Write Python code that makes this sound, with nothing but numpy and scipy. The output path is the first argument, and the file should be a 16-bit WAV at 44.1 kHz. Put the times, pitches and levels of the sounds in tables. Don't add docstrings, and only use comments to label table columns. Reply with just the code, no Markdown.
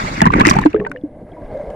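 import sys
import numpy as np
from scipy import signal
from scipy.fft import rfft, irfft
from scipy.io import wavfile
from scipy.ndimage import uniform_filter1d, map_coordinates

SR = 44100
rng = np.random.default_rng(int(sys.argv[2]) if len(sys.argv) > 2 else 0)


def master_out(mix):
    frames = np.transpose(np.atleast_2d(mix))
    ceiling = np.clip(frames, -1, 1)
    pcm = np.round(ceiling * 32767).astype(np.int16)
    wavfile.write(sys.argv[1], SR, pcm)


def invert_db(level):
    return 10 ** (np.asarray(level, dtype=float) / 20)


N = 77175


def unit(x):
    return x / np.sqrt(np.mean(x ** 2) + 1e-20)


def along(points, hz):
    f, value = np.transpose(points)
    return np.interp(np.log(hz + 1), np.log(f + 1), value)


def level(s, db):
    times = np.r_[s[0] - .1, s, s[-1] + .1]
    return invert_db(np.interp(np.arange(N) / SR, times, np.r_[-90, db, -90]))


def wobble(rate):
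    knots = rng.standard_normal(int(N * rate / SR) + 4)
    return map_coordinates(knots, [np.arange(N) * rate / SR])


def wash(tone, side, patchy_db):
    z = signal.stft(rng.standard_normal((2, N)), nperseg=256)[2]
    field = uniform_filter1d(rng.standard_normal(z.shape[1:]), size=3, axis=0)
    field = uniform_filter1d(field, size=6, axis=1)
    pair = signal.istft(z * invert_db(patchy_db * unit(field)), nperseg=256)[1][:, :N]
    hz = np.fft.rfftfreq(N, 1 / SR)
    pair = irfft(rfft(pair) * invert_db(along(tone, hz) + [0 * hz, along(side, hz)]), N)
    return pair / np.sqrt(np.mean(pair[0] ** 2))


def rings(s, db, hz, t60, swell, glide=0.):
    t = np.arange(int(min(np.max(t60), .4) * SR)) / SR
    s, db, hz, t60 = (np.reshape(v, (-1, 1)) for v in (s, db, hz, t60))
    shape = (1 - np.exp(-(t * hz / swell) ** 2)) * invert_db(db - 60 * t / t60)
    shape *= invert_db(db) / shape.max(axis=1, keepdims=True)
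    wave = shape * np.sin(2 * np.pi * hz * t * (1 + glide * t / t60))
    at = (s * SR).astype(int) + np.arange(len(t))
    return np.bincount(at.ravel(), wave.ravel(), N + SR)[:N]


def swarm(count, hz, spread, cycles, scatter_db, t0, t1):
    u, g = rng.random((count, 2)), rng.standard_normal(count)
    f = hz * np.exp(spread * np.clip(g, -2, 2))
    start = t0 + (t1 - t0) * u[:, 0]
    db = -scatter_db * np.log(1 - u[:, 1])
    x = rings(start, db, f, 2 * cycles / f, swell=1.9, glide=0.033)
    return unit(x) * np.sqrt((t1 - t0) * SR / N)


def bursts(s, db, t60, tone, rise_s):
    spikes = np.bincount((s * SR).astype(int), invert_db(db), N)
    t = np.arange(SR // 20) / SR
    decay = invert_db(-60 * t / t60) * (1 - np.exp(-(t / rise_s) ** 2))
    shape = np.convolve(spikes, decay)[:N]
    return shape * invert_db(4 * wobble(500)) * wash(tone, [(1000, 0)], patchy_db=3)


# t/s, wash level/dB, treble level/dB
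SPRAY = [(0, -28.5, 2.5), (.21, -31.5, 1), (0.239, -28.5, -20.5), (.3, -37.5, -4), (0.401, -20.5, -12),
         (.42, -26.5, -12.5), (.443, -25.5, -12), (0.461, -22.5, -5), (.5, -25, -8), (.62, -35, -9),
         (0.701, -44, -4.5), (0.779, -51.5, -14.5), (.88, -63.5, -10.5), (1.001, -66.5, -2)]
# f/Hz, density/dB per Hz
SPRAY_TONE = [(300, -19), (600, 1.5), (1050, -4.5), (2100, 2.5), (2900, -8.5), (3600, -57.5)]
HISS_TONE = [(2600, -30), (3300, 1.5), (7000, -7), (9500, -22), (15000, -32), (16000, -83.5)]
# f/Hz, side over mid/dB
SPRAY_SIDE = [(550, -2.5), (1080, 12.5), (1900, -4), (6000, 2)]


def spray():
    s, db, treble_db = np.transpose(SPRAY)
    drops = invert_db(-3.5) * np.array([swarm(count=260, hz=1839, spread=.3, cycles=8.7, scatter_db=3.5,
                                        t0=0.19, t1=.9) for port in range(2)])
    fizz = invert_db(-13.0) * swarm(count=90, hz=5600, spread=0.39, cycles=11, scatter_db=5.0, t0=0.27, t1=0.67)
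    hiss = wash(HISS_TONE, SPRAY_SIDE, patchy_db=4.0) + fizz * [[1], [-1]]
    hiss = level(s, db + treble_db - 11.0) * hiss
    body = level(s, db) * (wash(SPRAY_TONE, SPRAY_SIDE, patchy_db=3.0) + drops)
    choppy_db = np.where(np.arange(N) / SR < s[1], 1.5, 2.5)
    return invert_db(choppy_db * wobble(55.07)) * (body + hiss)


# t/s, level/dB
CHURN = [(0, -29.5), (.2, -23), (.25, -19.5), (0.295, -22), (0.359, -13.5), (0.411, -13.5), (.44, -20),
         (.47, -18), (0.581, -19.5), (0.629, -22.5), (.72, -36), (.8, -27), (.95, -43), (1.202, -38.5),
         (1.75, -36.5)]
# f/Hz, density/dB per Hz
CHURN_TONE = [(15, -10.5), (40, -6.5), (180, -7), (320, -8.5), (500, -23.5), (900, -85.5)]
# f/Hz, side over mid/dB
CHURN_SIDE = [(40, -29), (250, -13.5), (500, -2)]


def churn():
    above = np.clip((.95 - np.arange(N) / SR) * 10, 0, 1)
    lumps = invert_db(2.4 * wobble(30))
    surge = level(*np.transpose(CHURN)) * lumps
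    return surge * wash(CHURN_TONE, CHURN_SIDE, patchy_db=2.44) * [1 + 0 * above, above]


# t/s, peak level/dB, f/Hz
PLINKS = [(0.179, -17.5, 2180), (0.205, -4, 1960), (0.217, 0, 1727), (.219, -9.5, 661), (0.224, -12, 1674),
          (.243, -11, 1845), (0.255, -6, 1016), (0.264, -5, 1670), (0.271, -8, 1075), (0.283, -16, 1950),
          (0.303, -14.5, 1154), (.328, -23, 2270), (0.335, -6.5, 1510), (0.337, -4, 2187),
          (0.3699, -15, 1940), (0.381, -14, 1920), (.4, -10, 1700), (0.406, -2, 1700), (0.409, -1, 2250),
          (0.4483, -12.5, 2570), (0.452, 1.5, 1894), (0.458, 0.5, 2020), (0.468, -6, 2860),
          (.476, -5, 1970), (0.4876, 2, 2410), (.501, -12.5, 1900), (0.511, -8, 1780), (0.5503, -16, 1600),
          (.553, -14, 722), (0.564, -10, 814), (0.586, -5.5, 875), (0.615, -14.5, 1023),
          (0.638, -10.5, 1730), (0.661, -8, 961), (0.714, -38, 1270), (0.731, -24, 2577),
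          (0.7444, -17, 1260), (0.762, -31, 2130), (.797, -30.5, 2620), (0.861, -34, 2300),
          (0.762, -19.5, 1610), (0.8, -21.5, 1806), (0.849, -18, 1857), (0.864, -19.5, 1490),
          (0.915, -15.5, 1476), (0.961, -22, 1793)]
# t/s, peak level/dB, f/Hz
ROCKS = [(0.217, 4, 862), (.255, -2.5, 1034), (0.262, 0, 974), (0.27, -0.5, 973), (0.303, -4.5, 1045),
         (.332, -13, 870), (0.339, -2, 1165), (0.357, -9.5, 903), (.374, -15, 795), (.400, -4.5, 961),
         (.408, -3, 805), (0.414, 3, 1070), (.451, -8.5, 1136), (0.469, -5.5, 336), (0.511, 4, 1092),
         (0.567, -2, 877), (0.587, -5.5, 838), (.657, -2, 683), (0.664, -15, 306), (.744, -12.5, 570),
         (.866, -12.5, 913)]
# t/s, peak level/dB, f/Hz
THUDS = [(0.2195, 0.5, 209.4), (0.2248, -5, 188), (.237, -11, 176), (0.2549, -9, 172), (0.2678, 1.5, 181),
         (0.306, -19, 170), (0.337, -10, 394), (0.35, -7.5, 203), (0.362, -6.5, 317), (0.382, -11.5, 306),
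         (0.39, -6, 256.3), (0.402, -9, 174.2), (0.409, -0.5, 244), (0.457, -4, 208), (0.5121, -2.5, 207),
         (.525, -13.5, 226), (0.539, -16, 151), (0.565, -4, 173), (0.586, -3.5, 177)]
# t/s, peak level/dB,
# f/Hz, decay T60/s
GULPS = [(.469, -1.5, 305, .07), (.384, -6, 270, .04), (.739, -18, 340, 0.035), (.777, -38, 1760, 0.047),
         (.814, -31, 1100, 0.084), (.868, -23, 1530, 0.04), (.86, -33, 580, 0.24), (.776, -22, 520, 0.1),
         (.82, -21.5, 460, 0.19), (.9, -30.5, 282, 0.34), (1.17, -34, 570, 0.063),
         (1.213, -35.5, 490, 0.066), (1.733, -28.5, 490, 0.046), (1.515, -32, 410, 0.21),
         (1.655, -26.5, 576, 0.043), (.653, -5.5, 318, 0.025), (.659, 6.5, 300.6, 0.061),
         (.744, -4, 425, 0.1), (.748, -10.5, 327, 0.12), (.763, -16, 433, 0.13), (.805, -17, 413, 0.22),
         (.79, -20.5, 189, 0.19), (.95, -27, 503, 0.235), (1.036, -14, 295, 0.086), (1.67, -25, 43, 0.13),
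         (.972, -41, 2900, 0.025), (1.013, -53.5, 3400, 0.031), (1.318, -50, 3260, 0.031),
         (1.368, -35, 970, 0.19), (1.43, -28.5, 28, 0.43), (1.54, -23.5, 537, 0.3),
         (1.597, -18.5, 580, 0.11), (1.687, -43, 400, 0.047)]


def slaps():
    s, db, hz = np.transpose(THUDS)
    thuds = rings(s, db, hz, 6 / hz, swell=0.35)
    gulps = rings(*np.transpose(GULPS), swell=0.44) * invert_db(1.1 * wobble(70.4))
    s, db, hz = np.transpose(ROCKS)
    rocking = rings(s, db, hz, 30 / hz, swell=0.59, glide=0.018)
    s, db, hz = np.transpose(PLINKS)
    t60 = 27 / hz
    plinks = rings(s, db - 4.0, hz, t60, swell=2.2, glide=0.0063)
    side_plinks = rings(s, db - 7.0, hz * 0.96, 0.25 * t60, swell=1.2)
    mid = thuds + gulps - 0.22 * rocking + plinks
    side = rocking + side_plinks
    crackle_tone = [(400, -25), (750, -2), (2400, -4), (3600, -22), (9000, -60)]  # f/Hz, dB per Hz
    return np.array([mid, side]) + bursts(s, db - 10, .018, crackle_tone, rise_s=.001)


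# t/s, peak level/dB, f/Hz
TICKS = [(0.2174, -12, 4400), (0.255, -22, 4220), (.267, -31, 6130), (.3051, -36, 4050),
         (.3215, -31.5, 3920), (0.3371, -25.5, 3820), (0.3985, -17, 3930), (0.4104, -21, 4590),
         (.414, -28, 4520), (.4512, -25, 4510), (.4635, -18.5, 6410), (.481, -16.5, 5790),
         (.501, -9.5, 5600), (0.4579, -28, 3850), (0.4693, -6.5, 5270), (0.4874, -15.5, 5600),
         (0.4968, -3, 5900), (0.5064, -7.5, 4840), (.511, -23, 6000), (.519, -23.5, 5840),
         (.533, -23.5, 5630), (.56, -27, 6150), (.565, -24.5, 4500), (.595, -28.5, 4350),
         (.612, -35.5, 6500), (.625, -31.5, 3800), (.65, -32.5, 7200), (.702, -42.5, 5600),
         (.729, -38.5, 4330), (.897, -48, 4300), (1.5543, -53, 2800), (1.5733, -48, 3800),
         (1.7025, -41.5, 3000), (0.5392, -28, 4300), (0.5544, -26, 5870), (0.5881, -24, 4290),
         (0.615, -23.5, 3780), (0.6584, -23.5, 4210), (0.8699, -38.5, 4360), (0.9143, -33, 9640)]


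def ticks():
    s, db, hz = np.transpose(TICKS)
    ring = rings(s, db - 6.5, hz, 0.011 + 0 * s, swell=1.2)
    wash_tone = [(1500, -21), (3500, 6.0), (8000, 4.5), (10500, -13), (15600, -12), (16000, -78.0)]
    return ring * [[1], [-.7]] + bursts(s, db - 9, 0.015, wash_tone, rise_s=0.00025)


# t/s, level/dB
GURGLE = [
    (.8, -34),
    (.97, -46),
    (1.099, -46),
    (1.3, -40.5),
    (1.449, -35.5),
    (1.551, -32.5),
    (1.75, -31.5),
]
# f/Hz, density/dB per Hz
UNDER_TONE = [(200, -28.5), (330, -14.5), (580, -2), (1000, -20.5), (1300, -31.5), (2100, -37.5),
              (2500, -41.5), (10500, -63), (14500, -73.5)]
# f/Hz, side over mid/dB
UNDER_SIDE = [(300, -57), (600, -54), (1100, -14), (2500, -28.5)]


def gurgle():
    big = swarm(count=160, hz=590.3, spread=.07, cycles=100, scatter_db=2.5, t0=0.66, t1=2.4)
    small = sum(swarm(count=240, hz=hz, spread=.035, cycles=30, scatter_db=1.5, t0=.9, t1=1.74)
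                for hz in (1600, 2050))
    both = invert_db(-7) * big + invert_db(-23) * small
    muffled = wash(UNDER_TONE, UNDER_SIDE, patchy_db=2.5) + [both, 0 * both]
    return level(*np.transpose(GURGLE)) * invert_db(1.3 * wobble(33)) * muffled


# f/Hz, density/dB per Hz
FLOOR_TONE = [(3000, -29.5), (7000, -7), (10000, 3), (12500, -9.5), (14000, -41)]


def input_hiss():
    return level([1, N / SR], [-81, -72]) * wash(FLOOR_TONE, UNDER_SIDE, patchy_db=2.0)


def scene():
    mid, side = spray() + churn() + slaps() + ticks() + gurgle() + input_hiss()
    return np.array([mid + side, mid - side])


def top_cut(x):
    return signal.sosfilt(signal.butter(12, 15800, fs=SR, output="sos"), x)


def record(dry):
    top, hardness = .999, 12
    hot = dry / (1 + np.abs(dry / top) ** hardness) ** (1 / hardness)
    return top_cut(hot)


dry = scene()
out = record(dry)
master_out(out)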